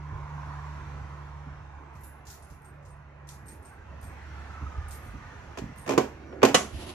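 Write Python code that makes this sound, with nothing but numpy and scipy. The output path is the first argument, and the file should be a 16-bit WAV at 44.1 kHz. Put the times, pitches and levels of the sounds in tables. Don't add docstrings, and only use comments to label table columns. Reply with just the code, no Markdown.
import sys
import numpy as np
from scipy import signal
from scipy.fft import rfft, irfft, next_fast_len
from scipy.io import wavfile
from scipy.ndimage import uniform_filter1d, map_coordinates

SR = 44100
rng = np.random.default_rng(int(sys.argv[2]) if len(sys.argv) > 2 else 0)


def store_pcm(level_fs):
    pcm = np.round(np.clip(level_fs, -1, 1) * 32767).astype(np.int16)
    wavfile.write(sys.argv[1], SR, np.atleast_2d(pcm).T)


N = 306054
RING_TIME = np.arange(SR // 2) / SR

# time in seconds, pitch in Hz.
MOTOR_PITCH = [(0, 73.3), (.6, 72.4), (1.1, 71.7), (6.94, 71.6)]
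# time in seconds, level in dB.
HUM_FADER = [(0, -45.5), (1, -41.5), (2.7, -58.5), (3.6, -49.5), (4.7, -43), (5.5, -55), (6.9, -48.5)]
OCTAVE_FADER = [(0, -42.5), (1, -45), (2.4, -60.5), (2.75, -55), (3.4, -53), (3.7, -77), (4.1, -62)]

# nearest moment, swell and fade in seconds, level and brightness in dB.
PASSES = [(.62, 0.54, 0.67, -49, -5), (4.45, 0.36, 0.82, -53, -1), (5.45, 0.52, 1, -60, 3)]
# peak, swell and fade in seconds, centre pitch, total pitch drop and
# half-width in Hz, pure tone over noise in dB, level in dB.
WHINES = [(0.201, .25, 0.41, 1016, 20, 61, -14, -49), (4.64, 0.149, 0.27, 1285, 110, 30.5, -0.5, -49.5)]
# frequency in Hz, spectral density in dB.
RUMBLE_EQ = [(20, -39), (30, -16), (45, -3), (95, 1.5), (130, -4), (200, -11.5), (400, -15), (700, -15),
             (1000, -32), (2000, -77)]
RUSH_EQ = [(400, -60), (620, -11.5), (830, 2.5), (1050, 2), (1400, -4), (1800, -24.5), (2500, -57)]
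EDGE_EQ = [(1000, -18), (1450, 3.5), (1850, 0.5), (2300, -4), (2700, -7), (3400, -23.5), (6000, -40),
           (12000, -65)]
HISS_EQ = [(1650, -11.5), (2800, -5), (3310, -3.5), (4870, -8.5), (6050, -6), (9060, -20.5), (9820, -34),
           (11100, -12.5), (12400, -29), (16100, -61), (22000, -120)]
WOOD_EQ = [(59, -37), (100, -17), (156, -21), (263, -6.5), (402, -0.5), (900, -5.5), (1120, -14.5),
           (1370, -17.5), (1820, -20.5), (2060, -21.5), (2420, -18.5), (3840, -31.5), (6750, -29),
           (9900, -44.5), (12400, -27.5), (16100, -73), (22000, -120)]
METAL_EQ = [(88, -50), (150, -11.5), (256, -1), (338, -7.5), (399, 0), (734, -4), (820, -13.5), (1120, -3),
            (1710, -10), (3100, -9), (4650, -16), (6600, -8), (9370, -23), (11100, -15), (12400, -36),
            (16100, -72), (22000, -120)]
TRACK_EQ = [(110, -12), (180, -7.5), (365, -2), (444, -13), (655, -8.5), (885, -14), (1020, -14.5),
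            (1670, -22), (2850, -13), (7940, -28), (9480, -29), (11100, -17), (12400, -49), (16100, -72),
            (22000, -120)]

# start in seconds, boom in dB, knock in dB.
STEPS = [(0.11, -32, -44.5), (1.455, -47, -44.5), (2.495, -41.5, -48), (4.023, -37.5, -53.5),
         (4.608, -31, -39), (4.762, -26.5, -53), (5.058, -35, -52), (5.129, -35, -43), (5.609, -34, -33),
         (6.721, -33, -47)]
# strike in seconds, level in dB, large-key and scrape trims in dB.
JINGLES = [(1.9528, -61, -12, 3.5), (2.0343, -46, -28, -5.5), (2.2686, -50, -12, 5.5),
           (2.3005, -45.5, -20, 3.5), (2.4234, -56.5, -5, 2.5), (2.5004, -58.5, -18, 5),
           (2.645, -58.5, -1, -3), (2.8513, -66.5, -2, 11), (2.9022, -63.5, 1, -4),
           (3.2888, -48.5, -4, 4.5), (3.4821, -45.5, -0.5, -5), (3.6498, -54, -1, -1),
           (4.0282, -49, -4, -2), (4.9084, -41.5, -8.5, -2), (5.047, -54.5, -2.5, -11),
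           (5.775, -50.5, -2, -5)]
# start in seconds, level in dB, hardness (added treble) in dB.
KNOCKS = [(5.573, -35, 5), (5.584, -39, 13.5), (5.977, -12, 1), (6.326, -37.5, -28), (6.418, -26, -11),
          (6.430, -7.5, -1), (6.449, -18.5, 11.5), (6.485, -33, 14)]
# time in seconds, pitch in Hz, level in dB.
SQUEAK = [(6.22, 6200, -110), (6.26, 5970, -73), (6.3, 5700, -70), (6.345, 5420, -70), (6.38, 5300, -110)]
# time in seconds, level in dB.
GLIDE_FADER = [(6.5, -120), (6.62, -55), (6.72, -52), (6.8, -41), (6.86, -44.5), (6.9, -40), (6.94, -48)]
# start in seconds, level in dB.
SNAPS = [(6.544, -19), (6.546, -12), (6.5499, -16.5), (6.56, -47)]
# pitch in Hz, level in dB, 60 dB decay in seconds.
SMALL_KEY_MODES = [(10970, 1.5, 0.33), (11600, -5.5, 0.35), (11300, -15, 0.055), (14850, -2, .12)]
LARGE_KEY_MODES = [(6530, 2, 0.081), (8530, 14.5, 0.22), (9100, 5, 0.18), (9200, 1.5, 0.15)]
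PANEL_MODES = [(127, -18.5, 0.28), (228, -6, 0.21), (270.5, -2, 0.26), (349.5, -1, 0.11), (389, -2.5, 0.15),
               (451.5, -2.5, 0.1), (528, -7, 0.076), (576, -2.5, 0.1), (658, 0, 0.18), (749, -1, 0.2),
               (1033, -7, 0.12), (1060, -15, 0.1), (1133, -12.5, 0.14), (1301, -15, 0.069),
               (1490, -20.5, 0.19), (1942, -23, 0.14), (2434, -15, 0.072)]
CATCH_MODES = [(506, 1, 0.12), (641, -3, .15), (734, -2, 0.24), (1118, 10.5, 0.11), (1285, 4, 0.05),
               (1974, -4.5, 0.19), (2800, 5.5, 0.08), (2990, 8, 0.1), (3250, -3, 0.11), (4100, 3, 0.072),
               (5450, 0, 0.07), (5900, -10, 0.039), (6435, -17.5, 0.16)]

# frequency in Hz, 60 dB decay in seconds.
CABIN_DECAY = [(100, 0.83), (300, 0.31), (1000, 0.34), (3000, 0.28), (6500, 0.28), (12000, 0.31)]
# frequency in Hz, left-right correlation from -1 to 1.
CORRELATION = [(60, 0.97), (330, 0.99), (600, 0.12), (1230, 0.94), (2630, -0.03), (5600, 0.11),
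               (11900, -0.38)]
# frequency in Hz, gain in dB.
MIC_EQ = [(12300, 0), (13000, -38), (15200, -12)]
# frequency in Hz, left over right in dB.
BALANCE = [(60, -3.5), (190, -1.5), (400, -7), (1130, -4.5), (2040, 0), (12000, -1)]
# frequency in Hz, the left's lead in radians.
LEFT_LEAD = [(300, 0.25), (550, 0), (800, 0.71), (1200, 1), (2700, 0.0078), (5000, 0.33), (8000, 0)]


def amp(db):
    return 10 ** (np.asarray(db) / 20)


def unit(x):
    return x / np.sqrt(np.mean(x ** 2) + 1e-20)


def crest(x):
    return x / np.sqrt(uniform_filter1d(np.mean(x ** 2, 0), size=256).max() + 1e-20)


def along(points, hz):
    freqs, values = np.transpose(points)
    return np.interp(np.log(hz + 1), np.log(freqs + 1), values)


def automation(rows):
    times, *columns = np.transpose(rows)
    return [np.interp(np.arange(N) / SR, times, column) for column in columns]


def wobble(rate):
    return map_coordinates(rng.standard_normal(int(N * rate / SR) + 4), [np.arange(N) * rate / SR])


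def eq(x, response):
    size = x.shape[-1]
    padded = next_fast_len(size + 8192)
    return irfft(rfft(x, padded) * response(np.fft.rfftfreq(padded, 1 / SR)), padded)[..., :size]


def band(x, low_hz, high_hz):
    return signal.sosfilt(signal.butter(2, [low_hz, high_hz], 'bandpass', fs=SR, output='sos'), x)


def spread(hz):
    return np.arccos(np.clip(along(CORRELATION, hz), -1, 1)) / 2


def noise(colour, size=N):
    white = rng.standard_normal((2, size))
    mid, side = eq(white, lambda hz: amp(along(colour, hz)) * [np.cos(spread(hz)), np.sin(spread(hz))])
    return unit(np.array([mid + side, mid - side]))


def patchy(x, depth_db):
    spectra = signal.stft(x, nperseg=1024)[2]
    patches = uniform_filter1d(rng.standard_normal(spectra.shape[1:]), size=3, axis=0)
    patches = unit(uniform_filter1d(patches, size=12, axis=1))
    return unit(signal.istft(spectra * amp(depth_db * patches), nperseg=1024)[1][:, :N])


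def add(track, start_s, sound):
    part = track[:, round(start_s * SR):][:, :sound.shape[1]]
    part += sound[:, :part.shape[1]]


def attack(rise_s):
    return 1 - np.exp(-RING_TIME / rise_s)


def ring(modes, scatter_db):
    hz, db, t60 = np.transpose(modes)[:, :, None]
    strength, skew = rng.standard_normal((2, len(modes), 1))
    polarity = (-1) ** np.arange(len(modes))[:, None]
    decay = polarity * amp(db + scatter_db * strength - 60 * RING_TIME / t60)
    phase, offset = 2 * np.pi * hz * RING_TIME, skew * spread(hz)
    return crest(np.array([(decay * np.sin(phase + side * offset)).sum(0) for side in (1, -1)]))


def clatter(colour, t60, room_db):
    size = len(RING_TIME)
    direct = noise(colour, size) * amp(-60 * RING_TIME / t60)
    hz, t, spectra = signal.stft(noise(colour, size), SR, nperseg=256)
    decay = amp(-60 * t / along(CABIN_DECAY, hz)[:, None])
    tail = signal.istft(spectra * decay, SR, nperseg=256)[1][:, :size]
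    return crest(direct + amp(room_db) * tail * attack(0.0012))


def nearness(peak_s, swell_s, fade_s):
    t = np.arange(N) / SR - peak_s
    return 1 / np.hypot(1, t / np.where(t < 0, swell_s, fade_s))


def motor():
    hz, = automation(MOTOR_PITCH)
    hum_db, octave_db = automation(HUM_FADER) + automation(OCTAVE_FADER)
    phase = 2 * np.pi * np.cumsum(hz * (1 + 0.0079 * wobble(14))) / SR
    hum = amp(hum_db + 1.5 * wobble(13)) * np.sin(phase)
    octave = amp(octave_db + 1.5 * wobble(17)) * np.sin(2 * phase)
    return np.sqrt(2) * (hum + octave)


def traffic():
    distant_db = -66.5
    rush_power, edge_power, hiss_power = amp(distant_db) ** 2, 0, 0
    for peak_s, swell_s, fade_s, db, bright_db in PASSES:
        near = nearness(peak_s, swell_s, fade_s)
        rush_power += (amp(db) * near) ** 2
        edge_power += (amp(db + bright_db + 0.5) * near) ** 2
        hiss_power += (amp(db + bright_db - 8) * near ** 1.56) ** 2
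    swell_db = 10 * np.log10(edge_power) - distant_db
    rumble = amp(-56 + 0.57 * swell_db + wobble(8.7)) * patchy(noise(RUMBLE_EQ), depth_db=2)
    rush = np.sqrt(rush_power) * amp(0.69 * wobble(6.8)) * patchy(noise(RUSH_EQ), depth_db=1.9)
    edge = np.sqrt(edge_power) * patchy(noise(EDGE_EQ), depth_db=2.5)
    hiss = np.sqrt(hiss_power) * patchy(noise(HISS_EQ), depth_db=2.5)
    return rumble + rush + edge + hiss


def tyres():
    out = np.zeros((2, N))
    for peak_s, swell_s, fade_s, hz, drop_hz, width_hz, pure_db, db in WHINES:
        bearing = np.tanh((np.arange(N) / SR - peak_s) / swell_s)
        breath = noise([(1, 0), (width_hz, -3), (4 * width_hz, -26), (16 * width_hz, -90), (22000, -140)])
        pitch = hz * (1 + 0.0057 * wobble(25)) - drop_hz * bearing / 2
        tone = unit((amp(pure_db) + breath) * np.sin(2 * np.pi * np.cumsum(pitch) / SR))
        out += amp(db) * nearness(peak_s, swell_s, fade_s) ** 1.64 * tone
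    return out


def footsteps():
    out = np.zeros((2, N))
    for start_s, boom_db, knock_db in STEPS:
        push = clatter(RUMBLE_EQ, t60=0.13, room_db=-14.5) * attack(0.019)
        boom = amp(boom_db - 1.5) * crest(band(push, 36, 98))
        knock = amp(knock_db + 1) * crest(band(push, 152, 292))
        add(out, start_s, boom + knock)
    return out


def keys():
    out = np.zeros((2, N))
    tick_eq = [(1500, -12), (3000, 1.5), (7000, 13.5), (12000, -17)]
    rub = unit(1 + 0.8 * wobble(600))
    for strike_s, db, large_db, scrape_db in JINGLES:
        tick = clatter(tick_eq, t60=0.012, room_db=-11)
        scrape = amp(scrape_db) * crest(band(tick, 1700, 9400))
        sparkle = amp(4.5) * crest(band(tick, 12300, 13500))
        brush_s = -rng.uniform(0.015, 0.028)
        settle_s = np.cumsum(rng.uniform(0.01, 0.03, size=2))
        for delay, touch_db in zip([brush_s, 0, *settle_s], [-6.5, 0, -5.5, -5.5]):
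            small_key = amp(-9.5) * ring(SMALL_KEY_MODES, scatter_db=7)
            large_key = amp(large_db - 1.5) * ring(LARGE_KEY_MODES, scatter_db=1.5)
            roughness = rub[round((strike_s + delay) * SR):][:len(RING_TIME)]
            touch = amp(-3 * (delay != 0)) * scrape + sparkle + (small_key + large_key) * roughness
            force_db = touch_db - 47 * abs(delay)
            add(out, strike_s + delay, amp(db + force_db) * touch * attack(0.0015))
    return out


def key_click():
    out = np.zeros((2, N))
    tick = crest(band(clatter(METAL_EQ, t60=0.021, room_db=-20), 3250, 10000))
    add(out, start_s=3.2893, sound=amp(-45.5) * tick)
    return out


def door_hits(contacts):
    out = np.zeros((2, N))
    for start_s, db, hard_db in contacts:
        modes = ring(PANEL_MODES, scatter_db=2)
        panel = attack(0.00038) * (modes + amp(2) * clatter(WOOD_EQ, t60=0.043, room_db=-11.5))
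        edge = attack(0.0021) * clatter(WOOD_EQ, t60=0.043, room_db=-16)
        thump = amp(-8) * crest(band(panel, 120, 233))
        body = crest(band(panel, 305, 713))
        clack = amp(-3 + 0.2 * hard_db) * crest(band(panel, 848, 3400))
        crack = amp(-16 + hard_db) * crest(band(edge, 3080, 10700))
        add(out, start_s, amp(db) * (thump + body + clack + crack))
    return out


def door_rattle():
    peak_s, gap_s, peak_db, hard_db = 5.891, 0.0145, -20.5, 2
    rise_db, fall_db = 8, 3
    return door_hits([(peak_s + k * gap_s, peak_db + min(k * rise_db, -k * fall_db), hard_db)
                      for k in range(-2, 4)])


def door_roll():
    stop_s, run_up_s = 6.42, 0.36
    to_go = (stop_s - np.arange(N) / SR) / run_up_s
    speed = np.clip(1 - to_go, 0, 1) * (to_go > 0)
    return amp(-43) * speed * unit(band(noise(TRACK_EQ), 180, 560))


def runner_squeak():
    hz, db = automation(SQUEAK)
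    return amp(db + 2 * wobble(50)) * np.sin(2 * np.pi * np.cumsum(hz) / SR)


def catch():
    out = np.zeros((2, N))
    for start_s, db in SNAPS:
        snap = clatter(METAL_EQ, t60=0.057, room_db=-10.5) + amp(-3) * ring(CATCH_MODES, scatter_db=1)
        add(out, start_s, amp(db) * snap * attack(0.0001))
    return out


def door_glide():
    db, = automation(GLIDE_FADER)
    uneven_db = 1.6 * wobble(35)
    scrape = unit(noise(TRACK_EQ) * amp(0.81 * wobble(600)))
    return amp(db + uneven_db) * scrape


def scene():
    door = door_hits(KNOCKS) + door_rattle() + catch() + door_roll() + runner_squeak() + door_glide()
    walker = footsteps() + keys() + key_click()
    return door + walker + motor() + traffic() + tyres()


def record(dry):
    ceiling, top_hz = 0.95, 15200
    side = np.array([[0.5], [-0.5]])

    def response(hz):
        gain = amp(along(MIC_EQ, hz) + side * along(BALANCE, hz))
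        return gain * np.exp(1j * side * along(LEFT_LEAD, hz))

    stereo = eq(dry, response)
    rounded = stereo / (1 + (stereo / ceiling) ** 8) ** (1 / 8)
    return eq(rounded, lambda hz: hz < top_hz)


dry = scene()
out = record(dry)
store_pcm(out)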